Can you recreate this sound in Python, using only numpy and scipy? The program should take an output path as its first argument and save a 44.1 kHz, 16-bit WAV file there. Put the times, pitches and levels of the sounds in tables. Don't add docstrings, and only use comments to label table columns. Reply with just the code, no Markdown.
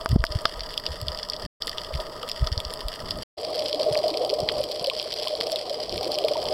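import sys
import numpy as np
from scipy import signal
from scipy.io import wavfile
from scipy.ndimage import uniform_filter1d, minimum_filter1d

SR = 44100
rng = np.random.default_rng(int(sys.argv[2]) if len(sys.argv) > 2 else 0)


def unload_wav(signal):
    wavfile.write(
        sys.argv[1],
        SR,
        np.round(np.clip(np.atleast_2d(signal).T, -1, 1) * 32767).astype(np.int16),
    )


N = 287973
TIME = np.arange(N) / SR
REEF_FROM_S = 3.3

# frequency in Hz, relative gain in dB.
SHELL_AT_SURFACE = [(300, -34.5), (1400, -18.5), (1900, -6.5), (2400, -24), (3000, -10.5), (3450, -7),
                    (3900, -20.5), (4400, -9.5), (4850, -2), (5500, -12), (6250, -34), (6800, -25),
                    (11500, -28.5), (16000, -50)]
# frequency in Hz, relative gain in dB.
SHELL_AT_REEF = [(300, -13), (1450, -14), (2000, -11), (2750, -10.5), (3200, 0.5), (3800, -9), (4300, 0),
                 (4950, 3), (5600, -5.5), (6300, -28), (6700, -22), (8500, -18.5), (12500, -27.5),
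                 (16000, -48)]


def gain_of(db):
    return 10 ** (np.asarray(db) / 20)


def unit_rms(x):
    return x / np.sqrt(np.mean(x ** 2) + 1e-20)


def gain_curve(rows):
    return gain_of(np.interp(TIME, *np.transpose(rows)))


def by_place(surface, reef):
    return np.where(TIME < REEF_FROM_S, surface, reef)


def add(mix, start_s, sound):
    part = mix[max(round(start_s * SR), 0):][:len(sound)]
    part += sound[:len(part)]


def response(spectrum, size=8192):
    hz, db = np.transpose(spectrum)
    bin_hz = abs(np.fft.fftfreq(size, 1 / SR)) + 1
    log_gain = np.log(gain_of(np.interp(np.log(bin_hz), np.log(hz), db)))
    return np.fft.ifft(np.exp(np.conj(signal.hilbert(log_gain)))).real[:size // 2]


def coloured(x, spectrum):
    return unit_rms(signal.oaconvolve(x, response(spectrum))[:len(x)])


def clicks(per_s, spread_db, max_spreads=4.57):
    height = gain_of(spread_db * np.minimum(rng.exponential(1, N), max_spreads))
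    return height * rng.choice([-1, 1], N) * (rng.random(N) < per_s / SR)


def whine():
    # frequency in Hz, rms level in dB.
    tones = [(7844, -71), (7875, -71)]
    return sum(gain_of(db) * np.sqrt(2) * np.sin(2 * np.pi * hz * TIME) for hz, db in tones)


def eddies(surface_db=-54, reef_db=-63, boost_db=4.0):
    # centre in seconds, top level before boost in dB, half length in seconds.
    surges = [(0.987, -52, 0.094), (1.47, -36.5, 0.029), (3.043, -44, 0.057), (3.174, -42, 0.067),
              (4.424, -49, 0.07), (4.586, -46.5, .06), (5.946, -43.5, 0.073), (6.477, -48, 0.045)]
    # frequency in Hz, relative gain in dB.
    rumble_spectrum = [(15, -11), (45, -4), (115, -7.5), (210, -9), (400, -18), (1000, -65.5)]
    swell = sum(gain_of(db) * np.exp(-((TIME - s) / half_s) ** 2) for s, db, half_s in surges)
    floor = gain_of(by_place(surface_db, reef_db))
    rumble = coloured(rng.standard_normal(N), rumble_spectrum)
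    return gain_of(boost_db) * np.hypot(floor, swell) * rumble


def bubble(hz, swell_cycles, rise=0.0074, size=4000):
    age = np.arange(size) / SR * hz / swell_cycles
    envelope = (age * np.exp(1 - age)) ** 2 * signal.windows.tukey(size, .05)
    cycles = swell_cycles * age * (1 + rise * np.minimum(age, 10) / 2)
    return envelope * np.sin(2 * np.pi * cycles)


def froth(per_s, spread_db, turbulence_db, count=30):
    swarm = np.zeros(N)
    for hz in np.geomspace(250, 1600, count) * rng.uniform(.97, 1.03, count):
        births = clicks(per_s / count, spread_db, max_spreads=3.0)
        swarm += signal.oaconvolve(births, bubble(hz, swell_cycles=3.2))[:N]
    return unit_rms(swarm) + gain_of(turbulence_db) * rng.standard_normal(N)


def waver(rms_db, top_hz=12, count=24):
    t = TIME[::256]
    rates_hz = np.geomspace(top_hz / 4, top_hz, count)
    drift = sum(np.sin(2 * np.pi * (hz * t + rng.random())) for hz in rates_hz)
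    return gain_of(rms_db * np.interp(TIME, t, unit_rms(drift)))


def water(surface_trim_db=-0.3, reef_trim_db=-1.03):
    # time in seconds, level before trim in dB.
    surface_flow = [(0, -38.5), (.45, -38.5), (.6, -40), (1.75, -39.5), (1.95, -36.5), (2.4, -39),
                    (3.22, -37.5)]
    reef_flow = [(3.39, -31.5), (3.6, -26.5), (3.71, -31.5), (3.84, -25), (4.55, -27.5), (4.8, -32),
                 (5.1, -35.5), (5.42, -29), (5.62, -32.5), (5.85, -31), (6.1, -26.5), (6.51, -26)]
    # frequency in Hz, relative gain in dB.
    wash_spectrum = [(30, 4.5), (100, -36), (250, -22), (380, -9.5), (455, -2.5), (550, -6.5), (622, 5.5),
                     (720, -10), (900, -10), (990, -2.5), (1080, -12), (1245, -2), (1450, -19.5),
                     (2600, -36.5)]
    gurgle_spectrum = [(40, -27), (140, -18), (270, -27), (320, -18), (450, -7), (565, -5), (610, 6),
                       (660, -5.5), (760, -8), (880, -19), (970, -17), (1250, -21.5), (1500, -45),
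                       (3000, -47.5)]
    wash = coloured(froth(per_s=350, spread_db=5.0, turbulence_db=15), wash_spectrum)
    gurgle = coloured(froth(per_s=480, spread_db=3.0, turbulence_db=9), gurgle_spectrum)
    wash *= gain_of(surface_trim_db) * gain_curve(surface_flow) * waver(rms_db=1.5)
    gurgle *= gain_of(reef_trim_db) * gain_curve(reef_flow) * waver(rms_db=0.95)
    return by_place(wash, gurgle)


def glugs():
    # start in seconds, peak level in dB, pitch in Hz.
    bubbles = [(1.905, -27, 603), (1.992, -23, 606), (3.594, -20, 615), (3.752, -32, 297),
               (3.802, -16.5, 592), (3.861, -16.5, 628), (3.914, -19.5, 592), (3.962, -15, 630),
               (4.038, -16, 648), (4.064, -19, 640), (4.108, -30.5, 315), (4.208, -18, 499),
               (4.228, -23, 633), (4.328, -19.5, 596), (4.599, -20, 540), (4.871, -17, 541),
               (4.912, -30.5, 1054), (5.267, -29, 1025), (5.523, -19, 618), (5.707, -19, 578),
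               (6.239, -20, 450), (6.243, -12.5, 610), (6.308, -17, 575), (6.354, -23.5, 915)]
    out = np.zeros(N)
    for start_s, db, hz in bubbles:
        add(out, start_s, gain_of(db) * bubble(hz, swell_cycles=3.92))
    return out


def swing(t, hz, half_s):
    return np.sin(2 * np.pi * hz * t) * np.exp(-(t / half_s) ** 2)


def thumps(overtone_ratio=2.1, rebound_ratio=0.6, rebound_db=-13):
    # centre in seconds, envelope level in dB, pitch in Hz, half length in seconds,
    # relative overtone level in dB.
    shoves = [(0.114, -16, 75, 0.018, -13), (.131, -11, 110, 0.009, -13.5), (0.1616, 16, 124, 0.0018, -25),
              (0.2, -8, 50, .018, -7.5), (.31, -25, 50, 0.0096, -12), (0.36, -12.5, 80, 0.0049, -20),
              (0.594, -35, 41.6, 0.064, -9), (0.911, -29, 70, .02, -11), (1.031, -25, 97, 0.0093, -27),
              (1.09, -30.5, 70, 0.031, -9.5), (1.955, -22.5, 63.3, 0.018, -5),
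              (2.429, -14.5, 57, 0.016, -4.5), (2.524, -17, 66, 0.007, -17),
              (2.578, -19, 69.4, 0.0057, -25), (2.668, -28.5, 60.6, 0.014, -16),
              (2.86, -23.5, 39, .015, -13), (3.917, -27.5, 131, .0084, -25.5),
              (4.433, -27.5, 131, 0.0056, -25), (4.815, -33, 150, 0.0034, -17)]
    out, t = np.zeros(N), np.arange(-.1, .25, 1 / SR)
    for centre_s, db, hz, half_s, overtone_db in shoves:
        overtone = gain_of(overtone_db) * swing(t, overtone_ratio * hz, 0.6 * half_s)
        rebound = gain_of(rebound_db) * swing(t - 2 * half_s, rebound_ratio * hz, 1.7 * half_s)
        add(out, centre_s + t[0], gain_of(db) * (swing(t, hz, half_s) + overtone + rebound))
    return out


def knocks(ring_db=-13, tick_db=-7, size=5000):
    # start in seconds, envelope level in dB, pitch in Hz, decay time in seconds.
    blows = [(0.0599, 1, 1260, 0.00026), (0.1604, -4.5, 660, 0.00073), (.24, 6.5, 1580, 0.00034),
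             (0.4542, -6, 1490, 0.00024), (0.4558, -5.5, 1286, 0.001), (1.6787, -27, 1910, 0.00087),
             (2.2323, -27, 1250, 0.002), (2.474, -28, 1280, 0.0017), (3.954, -16, 2500, 0.00028),
             (4.4878, -21, 1990, 0.00081), (4.4958, -17, 1320, 0.00017), (5.411, -15.5, 2160, 0.00015)]
    # frequency in Hz, relative level in dB, T60 in seconds.
    housing_modes = [(444, -39, .032), (663, -4.5, 0.061), (954, -15.5, 0.057), (1190, -4, 0.023)]
    out, t = np.zeros(N), np.arange(size) / SR
    ring = sum(gain_of(db - 60 * t / t60_s) * np.sin(2 * np.pi * hz * t)
               for hz, db, t60_s in housing_modes)
    tick = response(SHELL_AT_SURFACE)
    for start_s, db, hz, decay_s in blows:
        blow = np.sin(2 * np.pi * hz * t) * t / decay_s * np.exp(1 - t / decay_s)
        add(out, start_s, gain_of(db) * (blow + gain_of(ring_db) * ring))
        add(out, start_s, gain_of(db + tick_db) * tick / abs(tick).max())
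    return out


def crack(burst_s, echo_db, echo_s=0.01, size=900):
    t = np.arange(size) / SR
    direct = np.exp(-(t / burst_s) ** 4)
    scatter = gain_of(echo_db) * np.exp(-t / echo_s)
    return rng.standard_normal(size) * (direct + scatter)


def crackle(per_s, spread_db, base_burst_s, echo_db, count=24):
    cracks = [unit_rms(crack(base_burst_s * rng.uniform(0.61, 5.4), echo_db)) for _ in range(count)]
    trains = (signal.oaconvolve(clicks(per_s / count, spread_db), one)[:N] for one in cracks)
    return unit_rms(sum(trains))


def far_shrimp(surface_db=-41.6, reef_db=-36.5, surface_tick_db=-63, reef_tick_db=-61):
    # frequency in Hz, relative gain in dB.
    tick_spectrum = [(3000, -25), (6300, -20), (7000, 0.5), (10000, 3), (13000, -7.5), (16000, -15)]
    surface = crackle(per_s=1200, spread_db=6.5, base_burst_s=0.0012, echo_db=-6.5)
    reef = crackle(per_s=1400, spread_db=5.5, base_burst_s=0.0011, echo_db=-12.5)
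    sharp = crackle(per_s=390, spread_db=15.0, base_burst_s=0.00024, echo_db=-26.5)
    rings = by_place(gain_of(surface_db) * coloured(surface, SHELL_AT_SURFACE),
                     gain_of(reef_db) * coloured(reef, SHELL_AT_REEF))
    ticks = gain_of(by_place(surface_tick_db, reef_tick_db)) * coloured(sharp, tick_spectrum)
    return rings + ticks


def neighbour_snaps(surface_per_s=6, reef_per_s=13, surface_db=-32, reef_db=-28.5, count=400):
    when, chance = rng.random((count, 2)).T
    loud, bright, sharp = rng.standard_normal((count, 3)).T
    start_s = when * N / SR
    on_reef = start_s >= REEF_FROM_S
    level_db = np.where(on_reef, reef_db, surface_db) + 0.7 * loud
    tilt_db = 4 + 5 * bright
    tick_db = -18 + 5 * sharp
    heard = chance < np.where(on_reef, reef_per_s, surface_per_s) * N / SR / count
    return np.transpose([start_s, level_db, tilt_db, tick_db])[heard]


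def near_shrimp(snap_s=0.004, size=4096):
    # start in seconds, rms over snap_s in dB, upper ring over lower in dB, relative tick in dB.
    nearest_snaps = [(.2503, -20.5, 14, -10), (.2663, -22, 4, -23), (.4548, -12.5, 3, -27),
                     (.6067, -28, 7, -32), (.7769, -20.5, -1, -18.5), (.8644, -21, 5, -25),
                     (1.0827, -22, 2, -22), (1.1878, -29, 7, -21), (1.2307, -25, 15, -32),
                     (1.2983, -22, 24, -20), (1.3344, -26.5, 21, -30), (1.6214, -22.5, 10, -21.5),
                     (1.671, -26.5, 4, -10), (1.678, -32.5, -17, -11), (1.6942, -25.5, 10, -16),
                     (1.782, -24.5, -6, -26), (2.2301, -30, -8, -17), (2.2961, -27.5, 7, -18),
                     (2.315, -23.5, 9.5, -16), (2.4714, -24.5, 12, -23), (2.5265, -26.5, 13, -32),
                     (2.5774, -23.5, 19, -26), (2.602, -27.5, -13, -12), (2.6496, -27.5, 11, -21),
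                     (2.7375, -30, 4, -5.5), (2.8835, -28, 3.5, -10), (3.1077, -22.5, 7.5, -19),
                     (3.5914, -26, 9, -27), (3.66, -26, -1, -30), (3.7285, -23.5, 2, -23),
                     (3.9748, -23.5, 21, -18), (4.081, -26.5, 16, -15), (4.1723, -23.5, 8, -19),
                     (4.294, -28, 3, -22), (4.2993, -27, 5, -25), (4.4879, -16.5, -7, -29),
                     (4.8424, -27, 22, -16), (4.861, -26, 17, -30), (4.8989, -20, -28, -22),
                     (4.9976, -23.5, -1, -34), (5.2724, -23.5, -6, -26), (5.4096, -23.5, -1, -19),
                     (5.559, -22.5, -7, -17), (6.118, -25, 15, -16), (6.1861, -22.5, -0.5, -15),
                     (6.2841, -25.5, -22, -17)]
    # low edge in Hz, high edge in Hz.
    bands_hz = [(2300, 3900), (3900, 6200), (6200, 16000)]
    # frequency in Hz, relative gain in dB.
    tick_spectrum = [(6300, -23), (7000, 3.5), (10000, -0.5), (13000, -2.5), (16000, -12.5)]
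    filters = [signal.butter(4, band, "band", fs=SR, output="sos") for band in bands_hz]

    def band_rings(shell):
        spectra = shell, shell, tick_spectrum
        return [signal.sosfilt(sos, response(spectrum)) for sos, spectrum in zip(filters, spectra)]

    surface, reef = band_rings(SHELL_AT_SURFACE), band_rings(SHELL_AT_REEF)
    out = np.zeros(N)
    for start_s, db, tilt_db, tick_db in [*nearest_snaps, *neighbour_snaps()]:
        burst = crack(burst_s=0.00092, echo_db=-19)
        lower = 1 / np.hypot(1, gain_of(tilt_db))
        shares = lower, lower * gain_of(tilt_db), gain_of(tick_db)
        rings = surface if start_s < REEF_FROM_S else reef
        snap = sum(share * unit_rms(signal.fftconvolve(burst, ring)[:size])
                   for share, ring in zip(shares, rings))
        add(out, start_s, gain_of(db) * np.sqrt(snap_s * SR / size) * snap)
    return out


def scene():
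    return (far_shrimp() + water() + eddies() + glugs() + thumps() + knocks() + whine() + near_shrimp())[None]


def record(dry, ceiling_db=-6, recovery_db_per_s=200, fade_in_s=0.011, cutoff_hz=16100):
    # start in seconds, end in seconds.
    shots = [(-0.02, 1.464), (1.602, 3.234), (3.370, 6.56)]
    peak_db = 20 * np.log10(abs(dry[0]) + 1e-9)
    fall_db = TIME * recovery_db_per_s
    held_db = np.maximum.accumulate(peak_db + fall_db) - fall_db
    over_db = np.maximum(held_db - ceiling_db, 0)
    duck_db = uniform_filter1d(minimum_filter1d(-over_db, size=24), size=24)
    running = sum(np.clip((TIME - start_s) / fade_in_s, 0, 1) * (TIME < end_s) for start_s, end_s in shots)
    gated = dry * gain_of(duck_db) * uniform_filter1d(running, size=60)
    low_pass = signal.firwin(255, cutoff_hz, window=("kaiser", 9), fs=SR)
    return signal.oaconvolve(gated, low_pass[None], "same")


dry = scene()
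out = record(dry)
unload_wav(out)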